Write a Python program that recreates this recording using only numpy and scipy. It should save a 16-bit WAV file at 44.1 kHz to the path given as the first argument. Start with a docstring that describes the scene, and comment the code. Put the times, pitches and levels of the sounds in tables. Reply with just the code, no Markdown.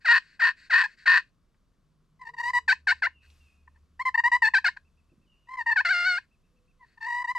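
"""Inside a cloth hunting blind, a wooden striker scrapes a round pot call.
Four raspy yelps come first, then runs of squeaks and clucks and one long whine.
The tip sticks and slips; pressing harder slows the slips until they turn ragged, and every slip rings the pot.
A sleeve rustles softly throughout and swells once between two runs, with a few small knocks.
Far bird notes, quiet air and faint wavering hums come from outside."""
import sys
import numpy as np
from scipy import signal
from scipy.fft import rfft, irfft, next_fast_len
from scipy.io import wavfile
from scipy.ndimage import uniform_filter1d

SR = 44100
rng = np.random.default_rng(int(sys.argv[2]) if len(sys.argv) > 2 else 0)


def dump_mix(stems):
    """Bounce the given channels to the path in sys.argv[1] as a 16-bit WAV at rate SR."""
    frames = np.atleast_2d(stems).T  # one column per channel
    limited = np.clip(frames, -1, 1)  # hard clip at full scale
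    pcm = np.round(limited * 32767).astype(np.int16)
    wavfile.write(sys.argv[1], SR, pcm)


N = 325458  # length in samples
EDGE_HZ = 13900  # upper limit of the sound


def gain_of(db):
    """Turns decibels into a factor."""
    return 10 ** (np.asarray(db) / 20)


def evened(x):
    """Scales a sound to an rms of 1."""
    return x / np.sqrt(np.mean(x ** 2) + 1e-20)


def read(points, hz):
    """Reads a table of (frequency, value) between its points, on a log-frequency axis."""
    f, value = np.transpose(points)
    return np.interp(np.log(hz + 1), np.log(f + 1), value)


def tinted(x, colour):
    """Colours a sound with a table of (f/Hz, gain/dB)."""
    size = next_fast_len(len(x) + 512)
    gain = gain_of(read(colour, np.fft.rfftfreq(size, 1 / SR)))
    return irfft(rfft(x, size) * gain, size)[:len(x)]


def add(mix, s, sound):
    """Adds a sound into the mix at time s, in seconds."""
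    part = mix[max(round(s * SR), 0):][:len(sound)]
    part += sound[:len(part)]


def band_noise(n, hz, octaves):
    """Noise of rms 1 in a soft band around hz."""
    away = np.log2((np.fft.rfftfreq(n, 1 / SR) + 1) / hz) / octaves
    return evened(irfft(rfft(rng.standard_normal(n)) / (1 + away ** 4), n))


def outdoors(side_db=-9, waver=0.016):
    """Quiet air is coloured noise; far hums are sine tones that waver in pitch and strength."""
    # colour of the air: (f/Hz, density/dB)
    air_colour = [(15, -33), (25, 4.5), (52, -4), (91, -9), (168, -7), (326, -18.5), (703, -26), (802, -32),
                  (1100, -23), (2190, -40), (7000, -55), (10000, -64.5), (14000, -68)]
    air_db = -69
    # distant hums: (start/s, end/s, f/Hz, level/dB)
    hum_list = [(2.201, 4.194, 73.5, -64), (3.701, 5.378, 74.85, -70.5), (5.538, 6.206, 76.5, -72.5),
                (1.699, 2.714, 153.6, -73.5), (2.146, 2.708, 454, -74), (6.462, 6.851, 498, -83)]
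    colour = gain_of(read(air_colour, np.fft.rfftfreq(N, 1 / SR)))
    air = irfft(rfft(rng.standard_normal((2, N))) * colour, N)
    mid, side = gain_of(air_db) * evened(air)
    for start, end, hz, db in hum_list:
        n = int((end - start) * SR)
        wavering_hz = hz * (1 + waver * band_noise(n, 15, 0.75))
        tone = np.sin(2 * np.pi * np.cumsum(wavering_hz) / SR)
        strength = (1 + .35 * band_noise(n, 6, 1.0)) * signal.windows.tukey(n, .5)
        add(mid, start, gain_of(db) * evened(tone * strength))
    side = gain_of(side_db) * side
    return np.array([mid + side, mid - side])  # left, right


def whistle(length, hz_in, hz_mid, hz_out):
    """A soft bird note: a sine on a bent, slightly shaky pitch."""
    u = np.linspace(-1, 1, int(length * SR))
    hz = hz_mid + (hz_out - hz_in) / 2 * u + ((hz_in + hz_out) / 2 - hz_mid) * u ** 2
    hz = hz * (1 + .012 * band_noise(len(u), 120, 1.2))
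    return evened(np.sin(2 * np.pi * np.cumsum(hz) / SR) * signal.windows.tukey(len(u), .35))


def birds(chip_spread_db=2, direct_db=-4):
    """Far birds, smeared by the trees: falling notes and evenly spaced chips."""
    # single notes: (start/s, length/s, start f/Hz, middle f/Hz, end f/Hz, level before smearing/dB)
    note_list = [(3.12, .13, 2950, 2680, 2480, -67), (3.39, .13, 2830, 2620, 2420, -70),
                 (5.26, .11, 3050, 2820, 2830, -72)]
    # a second bird's runs of arched chips: (first chip t/s, last chip t/s, mean level before smearing/dB)
    chip_runs = [(4.867, 5.475, -74), (6.332, 6.70, -74.5)]
    chip_gap_s = .122
    notes, chips = np.zeros(N), np.zeros(N)
    for s, length, hz_in, hz_mid, hz_out, db in note_list:
        add(notes, s, gain_of(db) * whistle(length, hz_in, hz_mid, hz_out))
    for first, last, db in chip_runs:
        for s in np.arange(first, last + chip_gap_s / 2, chip_gap_s):
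            chip = whistle(rng.uniform(.035, .05), 2440, 2690, 2380)
            chip_db = db + chip_spread_db * rng.standard_normal()
            add(chips, s - len(chip) / SR / 2, gain_of(chip_db) * chip)
    # the echo is fading noise that would drop 60 dB in 0.7 s, cut off after half a second
    t = np.arange(SR // 2) / SR
    trees = rng.standard_normal(len(t)) * gain_of(-60 * t / .7)
    echo = signal.fftconvolve(notes + chips / 4, trees / np.linalg.norm(trees))[:N]
    return gain_of(direct_db) * (notes + chips) + echo


def handling(sleeve_db=-72, knock_decay_s=0.0085):
    """Dull knocks are short noise bursts; a sleeve brushing as the pot is tilted is swelling noise."""
    # small knocks of hand and pot: (t/s, level before rise and decay/dB, centre f/Hz)
    knock_list = [(1.543, -70, 1398), (3.301, -58.5, 3200), (5.118, -55, 232), (5.177, -56, 180),
                  (5.242, -63, 230)]
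    out, t = np.zeros(N), np.arange(SR // 10) / SR
    for s, db, hz in knock_list:
        rise = 1 - np.exp(-t * hz)
        decay = np.exp(-t / knock_decay_s * np.sqrt(hz / 1000))  # higher knocks die sooner
        add(out, s, gain_of(db) * band_noise(len(t), hz, 0.78) * rise * decay)
    brush = np.interp(np.arange(N) / SR, [3.2, 3.31, 3.45, 3.62], [0.21, 1, 0.68, 0.26])
    return out + gain_of(sleeve_db) * brush * band_noise(N, 2100, 1.8)


def pot_ring():
    """The pot's answer to one slip, built from its resonances so that nothing sounds before the slip."""
    # broad response of pot and striker together: (f/Hz, gain/dB)
    body_curve = [(300, -51.5), (480, -43), (640, -41), (815, -37), (1230, -21), (1480, -8.5), (2020, -8),
                  (2250, -18.5), (3450, -28.5), (4700, -20.5), (5600, -32.5), (7900, -41), (9100, -55),
                  (10200, -53), (13500, -60.5)]
    # resonances rising over that curve: (f/Hz, width/Hz, rise/dB)
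    resonances = [(685, 15, 3.5), (1008.3, 64, 24.5), (1583, 140, 14), (1795.4, 99, 15), (2170, 210, 5.5),
                  (2250, 70, 6), (2531, 80, 15), (2794, 88, 9.5), (3205, 15, 6), (3912, 150, 9),
                  (4395, 80, 13.5), (7700, 160, 8.5)]
    size = 8192
    hz = abs(np.fft.fftfreq(size, 1 / SR))
    peaks = sum((gain_of(db) ** 2 - 1) / (1 + (2 * (hz - f) / w) ** 2) for f, w, db in resonances)
    log_gain = np.log(gain_of(read(body_curve, hz)) * np.sqrt(np.maximum(1 + peaks, .1)))
    # this phase (minimum phase) packs the sound as early as it can be
    spectrum = np.exp(np.conj(signal.hilbert(log_gain)))
    return np.fft.ifft(spectrum).real[:size // 2]


def slip_train(t, hz, rough, jitter=0.12, uneven=0.26, alternate=0.42):
    """Stick-slip pulses: the rougher the stroke, the more the slips differ in length, force and shape."""
    cycle = np.cumsum(hz) / SR
    slips = np.arange(int(cycle[-1]) + 2)
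    # one random value per slip, joined by straight lines
    late, force = (np.interp(cycle, slips, rng.standard_normal(len(slips))) for _ in range(2))
    unsteady = np.interp(rough, [0, .08, .25], [.3, .8, 1.1])
    grain = unsteady * (.015 * late + .007 * band_noise(len(t), 70, 1.2))
    turns = np.cumsum(hz * (1 + grain + jitter * rough ** 2 * late)) / SR
    # a pulse train is a sum of cosines at every multiple k of the slip rate
    k = np.arange(1, int(EDGE_HZ / hz.min()) + 1)[:, None]
    # changes of shape make the upper partials waver on their own
    waver = np.array([band_noise(next_fast_len(len(t)), 50, 1.2)[:len(t)] for _ in k])
    shape = 1 + .5 * unsteady * waver * (1 - np.exp(-(k * hz / 3500) ** 2))
    pulses = (np.cos(2 * np.pi * k * turns) * shape * (k * hz < EDGE_HZ)).sum(0)
    # under a rough stroke, strong and weak slips tend to take turns
    strength = 1 + rough * (uneven * force + alternate * np.cos(np.pi * turns))
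    return turns, evened(pulses) * strength


def scrape(ring, t, hz, level_db, rough, treble_db, grit_db=-21, rasp_db=-10, grit_treble_db=6,
           flutter_db=2.0, swell_s_per_db=0.001):
    """One stroke: slips and the grit that each one drags, rung through the pot."""
    # colours of a light, fast squeak, a slow, heavy rasp and a pressed, even stroke: (f/Hz, gain/dB)
    light_colour = [(950, 7.5), (1450, -19.5), (1950, 0.5), (2900, -7), (3900, -12.5), (4900, -9),
                    (6000, -6.5), (7800, -3.5), (12000, 2)]
    heavy_colour = [(1000, 2), (1500, -7), (1850, 4), (2100, -10.5), (2600, 3), (4400, 0), (6000, -3.5),
                    (13000, -1)]
    pressed_colour = [(700, 9), (1000, -3.5), (1400, -1.5), (2100, 1), (2700, 0.5), (3500, 2.5), (4500, 1),
                      (8000, -0.5)]
    turns, pulses = slip_train(t, hz, rough)
    # the grit is strongest at the start of each slip cycle
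    grit = rng.standard_normal(len(t)) * evened(0.59 + np.exp(-(turns % 1) / 0.93))
    grit = tinted(grit, [(1200, -3.4), (4500, grit_treble_db)])
    loose = np.interp(rough, [0, .1], [.35, 1])
    drive = pulses + (gain_of(grit_db) * loose + gain_of(rasp_db) * rough) * grit
    # the slip rate decides the blend of the three colours
    light = np.clip((hz - 770) / 150, 0, 1)
    heavy = np.clip((680 - hz) / 180, 0, 1)
    pressed_part = (1 - light - heavy) * tinted(drive, pressed_colour)
    drive = pressed_part + light * tinted(drive, light_colour) + heavy * tinted(drive, heavy_colour)
    drive = tinted(drive, [(2100, 0.009), (4000, treble_db), (12000, 1.2 * treble_db)])
    # the faintest strokes are duller above the fundamental
    dull_db = -.3 * np.clip(-21.5 - level_db.mean(), 0, 18)
    drive = tinted(drive, [(1100, 0.0062), (1800, dull_db)])
    # the hand sets the loudness, whichever resonance the slips happen to meet
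    rung = signal.fftconvolve(drive, ring)[40:40 + len(t)]
    power = uniform_filter1d(rung ** 2, size=300)
    # a faint stroke grips poorly: it swells in more slowly and flutters more
    faint_db = np.clip(-25.5 - level_db, 0, 18)
    swell_in = np.clip((t - t[0]) / (0.0051 + swell_s_per_db * faint_db[0]), 0, 1)
    grip = swell_in * np.clip((t[-1] - t) / 0.0027, 0, 1)
    flutter = flutter_db * loose * (0.5 + faint_db / 12) * band_noise(len(t), 50, 0.22)
    strength = grip * gain_of(level_db + flutter) / np.sqrt(power + 1e-12)
    return signal.fftconvolve(drive * strength, ring)


def slides(ring):
    """Without pressure the tip does not grip: it only hisses through the pot."""
    # the tip sliding: (start/s, end/s, level/dB)
    slide_list = [(0, 0.057, -64), (.16, 0.405, -63.5), (0.543, 0.709, -59), (.84, .97, -61),
                  (.96, 1.063, -58.5), (1.18, 1.318, -78), (2.74, 2.826, -70.5), (2.92, 3.02, -64.5),
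                  (3.214, 3.279, -68.5), (6.214, 6.257, -73), (6.791, 6.992, -74.5)]
    # colour of the hiss: (f/Hz, gain/dB)
    hiss_colour = [(700, -5.5), (1100, -3), (1900, -3), (2600, 0), (3500, -0.5), (6000, 3), (9000, 8)]
    fade_share = 0.63  # share of a slide spent swelling and fading
    out = np.zeros(N)
    for start, end, db in slide_list:
        n = int(max(end - start, .02) * SR)
        hiss = tinted(band_noise(n, 6000, 1.7), hiss_colour) * signal.windows.tukey(n, fade_share)
        add(out, start, gain_of(db) * evened(signal.fftconvolve(hiss, ring)[:n]))
    return out


def clucks(ring):
    """Squeaks and clucks: pressing bends the pitch off that of a light touch, and it springs back at the ends."""
    # (start/s, end/s, middle f/Hz, glide start to end/Hz, level in the middle/dB,
    #  swell start to end/dB, treble at 4 kHz/dB, roughness 0-1)
    stroke_list = [(0.833, 0.863, 819, 21.5, -25.5, -5, -0.5, 0.36),
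                   (2.191, 2.241, 1015, -57, -45, 7, 5, 0.17),
                   (2.247, 2.309, 922, 38.5, -42.5, -5.5, 5.5, 0.31),
                   (2.333, 2.35, 938, 150, -37.5, 6, 5.5, 0.2),
                   (2.363, 2.416, 921, 59.5, -33.5, 15.5, 7, 0.22),
                   (2.419, 2.508, 962, 89.5, -28.5, 8.5, 8, 0.16),
                   (2.532, 2.588, 969.5, 0, -21.5, 4, 5.5, 0.1),
                   (2.678, 2.731, 763, 36, -18.5, -1, 2, 0.26), (2.869, 2.927, 717, 80, -20, 1, -1.5, .36),
                   (3.02, 3.074, 688, 109, -23.5, -3.5, -6.5, 0.2),
                   (3.672, 3.682, 874, 49.5, -42, 3.5, -16.5, 0.63),
                   (3.745, 3.779, 890, 104, -65.5, -16, -1, .5),
                   (3.992, 4.027, 1037, 173, -28.5, -3.5, 0.5, 0.04),
                   (4.051, 4.094, 1037, -50.5, -22.5, -2.5, 1, 0.05),
                   (4.141, 4.159, 907, 107.5, -20, 4.5, -4, 0.03),
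                   (4.174, 4.204, 927, 22.5, -19.5, 2.5, -2, .08),
                   (4.236, 4.284, 962, 92, -19, -1, 0, 0.07), (4.315, 4.369, 971, 50, -19, -2.5, 2, 0.1),
                   (4.419, 4.489, 867, -22, -18.5, -3.5, -1, 0.19),
                   (4.536, 4.589, 767, -39, -19, -6, 0, 0.16),
                   (4.642, 4.691, 708.4, 29, -21.5, -2, -0.5, 0.21),
                   (4.763, 4.775, 814, -61, -35, -4.5, -2, 0.37),
                   (5.47, 5.559, 1037, 87, -41.5, 13.5, 4, 0.09),
                   (5.568, 5.626, 955, -160, -30.5, -1, 0.5, 0.13),
                   (5.659, 5.706, 921.4, 15.5, -23.5, 3, -2.5, 0.09),
                   (5.705, 5.733, 875, -2, -20.5, 2.5, -4, 0.01),
                   (5.758, 5.812, 738.5, 2.5, -20.5, -2.5, -6.5, 0.07),
                   (6.79, 6.85, 984, -120, -54.5, 2.5, -6.5, 0.04),
                   (6.969, 6.985, 896, -14, -46, 3, -2, 0.17),
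                   (7.002, 7.081, 902.4, 100, -35, 6.5, 3, 0.32),
                   (7.074, 7.229, 970, 36, -30, 0.5, 3.5, 0.09),
                   (7.24, 7.261, 960, 16, -30, -11.5, 1, 0.02), (7.269, 7.32, 975, 106, -28, 6, 4.5, 0.06),
                   (7.349, 7.4, 958, -92.5, -31, -14, 3.5, 0.02)]
    free_hz, full_sag_hz = 972, 250  # pitch of a light touch, and how far full pressure lowers it
    spring_back, bend_power = 0.92, 2.3  # share of the sag undone at the ends, and how late it bends
    sag_skew = 1.12  # above 1 the pitch sinks more slowly than it springs back
    ends_db, press_ends_db = -3, 4.5  # a light stroke is loudest in its middle, a pressed one at its ends
    out = np.zeros(N)
    for start, end, hz_mid, glide_hz, db, swell_db, treble_db, rough in stroke_list:
        t = np.arange(start, max(end, start + 0.01), 1 / SR)
        u = 2 * np.linspace(0, 1, len(t)) ** sag_skew - 1  # -1 at the start, 1 at the end
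        sag_hz = free_hz - hz_mid
        pressure = max(sag_hz / full_sag_hz, 0)
        hz = hz_mid + glide_hz * u / 2 + spring_back * sag_hz * abs(u) ** bend_power
        level = db + swell_db * u / 2 + (ends_db + press_ends_db * pressure) * u ** 2
        add(out, start, scrape(ring, t, hz, level, rough, treble_db))
    return out


def whine(ring, treble_db=-2, trim_db=0.5, overhang_s=0.0022):
    """One long pressed stroke whose slips quicken wherever the hand eases."""
    # path of the whine: (t/s, slip rate f/Hz, level before the trim/dB)
    path = [(5.85, 711, -21.5), (5.88, 681.5, -26.5), (5.892, 703, -25), (5.912, 791, -19.5),
            (5.938, 706.8, -25.5), (6.044, 702, -27.5), (6.074, 750.2, -20.5), (6.114, 720, -24.5),
            (6.168, 704, -31), (6.178, 757.4, -27.5), (6.186, 866, -27)]
    # it starts rough, then the tip settles
    settled_rough, catch_rough, catch_s = 0.036, 0.5, 0.019
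    out = np.zeros(N)
    s, hz, db = np.transpose(path)
    t = np.arange(s[0] - overhang_s, s[-1] + overhang_s, 1 / SR)
    hz, db = (np.interp(t, s, column) for column in (hz, db))
    rough = settled_rough + catch_rough * np.exp(-(t - t[0]) / catch_s)
    add(out, t[0], scrape(ring, t, hz, db + trim_db, rough, treble_db))
    return out


def yelps(ring, treble_db=-1.5):
    """A falling squeal drops into a rasp, each step locking to a slower share of the pot's ring."""
    # (start/s, tip bites t/s, turns ragged t/s, hand lets go t/s, fade length/s, level once bitten/dB,
    #  roughness of the bite 0-1)
    yelp_list = [(0.045, 0.084, 0.13, 0.18, .008, -16, 0.24), (0.392, 0.42, 0.45, 0.49, .035, -18, 0.36),
                 (0.696, .728, .755, .823, .014, -17, 0.6), (1.055, 1.075, 1.076, 1.1774, .032, -15, 0.42)]
    # the slips lock to every 2nd, 3rd, 4th, then 5th swing of the pot's main resonance as the hand bears down
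    lock_hz, ragged_lock_hz, jump_s = 1868, 1808, .007
    squeal_glide = .7  # share of the opening squeal spent sliding from the 2nd swing to the 3rd
    # against the yelp's level:
    squeal_start_db, squeal_end_db, tire_db, fade_db = -12, -5.5, -4, -27
    squeal_rough, ragged_rough, last_rough = 0.072, 0.48, .9
    out = np.zeros(N)
    for start, bite, ragged, let_go, fade, db, bite_rough in yelp_list:
        t = np.arange(start, let_go + fade, 1 / SR)
        # each of these steps goes from 0 to 1
        squeal = np.clip((t - start) / (squeal_glide * (bite - start)), 0, 1)
        bitten, torn = (np.clip((t - s) / jump_s + .5, 0, 1) for s in (bite, ragged))
        hz = (lock_hz + (ragged_lock_hz - lock_hz) * torn) / (2 + squeal + bitten + torn)
        opening = np.interp(t, [start, bite], [squeal_start_db, squeal_end_db])
        ending = np.interp(t, [ragged, let_go, let_go + fade], [0, tire_db, fade_db])
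        level = db + (1 - bitten) * opening + ending
        rough = squeal_rough + (bite_rough - squeal_rough) * bitten
        torn_rough = np.interp(t, [ragged, let_go], [ragged_rough, last_rough])
        rough = rough + (torn_rough - rough) * torn
        add(out, start, scrape(ring, t, hz, level, rough, treble_db))
    return out


def blind(x, tail_db=-22):
    """Quick bounces off hands, jacket and cloth walls, strongest in the treble, with a short tail."""
    # how long the tail takes to fade by 60 dB: (f/Hz, fade time/s)
    fade_times = [(300, .15), (1000, .14), (2000, .15), (4500, .15), (7700, .18), (12000, .11)]
    # colour of the tail: (f/Hz, gain/dB)
    tail_colour = [(600, -7.5), (1000, 1), (1850, -0.5), (2600, 10), (3600, 8.5), (4600, 7), (6000, 8),
                   (12000, 3)]
    n = SR // 3
    t = np.arange(n) / SR
    # about 4000 random clicks a second, from 2 ms on
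    taps = rng.choice([-1., 1.], (2, 2, n)) * (rng.random((2, 2, n)) < 4000 / SR) * (t > .002)
    # left and right share most clicks; the rest enter with opposite signs
    early, late = taps[:, :1] + np.array([[.4], [-.4]]) * taps[:, 1:]
    early = early * gain_of(-60 * t / .05)
    bounce = [(1000, -19), (2000, -15), (3500, -8), (8000, -6)]  # (f/Hz, gain/dB)
    early = np.array([tinted(side, bounce) for side in early / np.linalg.norm(early[0])])
    # each frequency of the tail fades at its own speed
    hz, frame_s, z = signal.stft(late, SR, nperseg=256)
    fading = gain_of(-60 * frame_s / read(fade_times, hz)[:, None])
    late = signal.istft(z * fading, SR, nperseg=256)[1][:, :n]
    late = np.array([tinted(side, tail_colour) for side in late / np.linalg.norm(late[0])])
    return signal.fftconvolve(x[None], early + gain_of(tail_db) * late, axes=1)[:, :N]


def ports(pair):
    """The two microphones hear the call with slightly different phase and level."""
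    # phase by which left leads: (f/Hz, lead/rad)
    phase_lead = [(100, 0), (1000, -.38), (1400, -.1), (1800, -.5), (2700, -.75), (4500, -.6), (7700, -.55),
                  (9000, -.1)]
    # level of left minus right: (f/Hz, difference/dB)
    level_gap = [(60, 1), (130, 2.5), (280, -1.5), (620, -0.5), (1350, 2.5), (2940, 2.0), (6410, 2),
                 (14000, 3.5)]
    size = next_fast_len(N)
    hz = np.fft.rfftfreq(size, 1 / SR)
    # left takes half of each difference, right the opposite half
    half = gain_of(read(level_gap, hz) / 2) * np.exp(.5j * read(phase_lead, hz))
    return irfft(rfft(pair, size) * np.array([half, 1 / half]), size)[:, :N]


def scene():
    """The call in the blind, over the sounds from outside."""
    ring = pot_ring()
    call = yelps(ring) + whine(ring) + clucks(ring) + slides(ring) + handling()
    return ports(call + blind(call)) + birds() + outdoors()


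def record(dry):
    """The recorder's band limit: a filter that removes what lies above EDGE_HZ."""
    low_pass = signal.firwin(255, EDGE_HZ, window=("kaiser", 8), fs=SR)
    return signal.oaconvolve(dry, low_pass[None], "same")


dry = scene()
out = record(dry)
dump_mix(out)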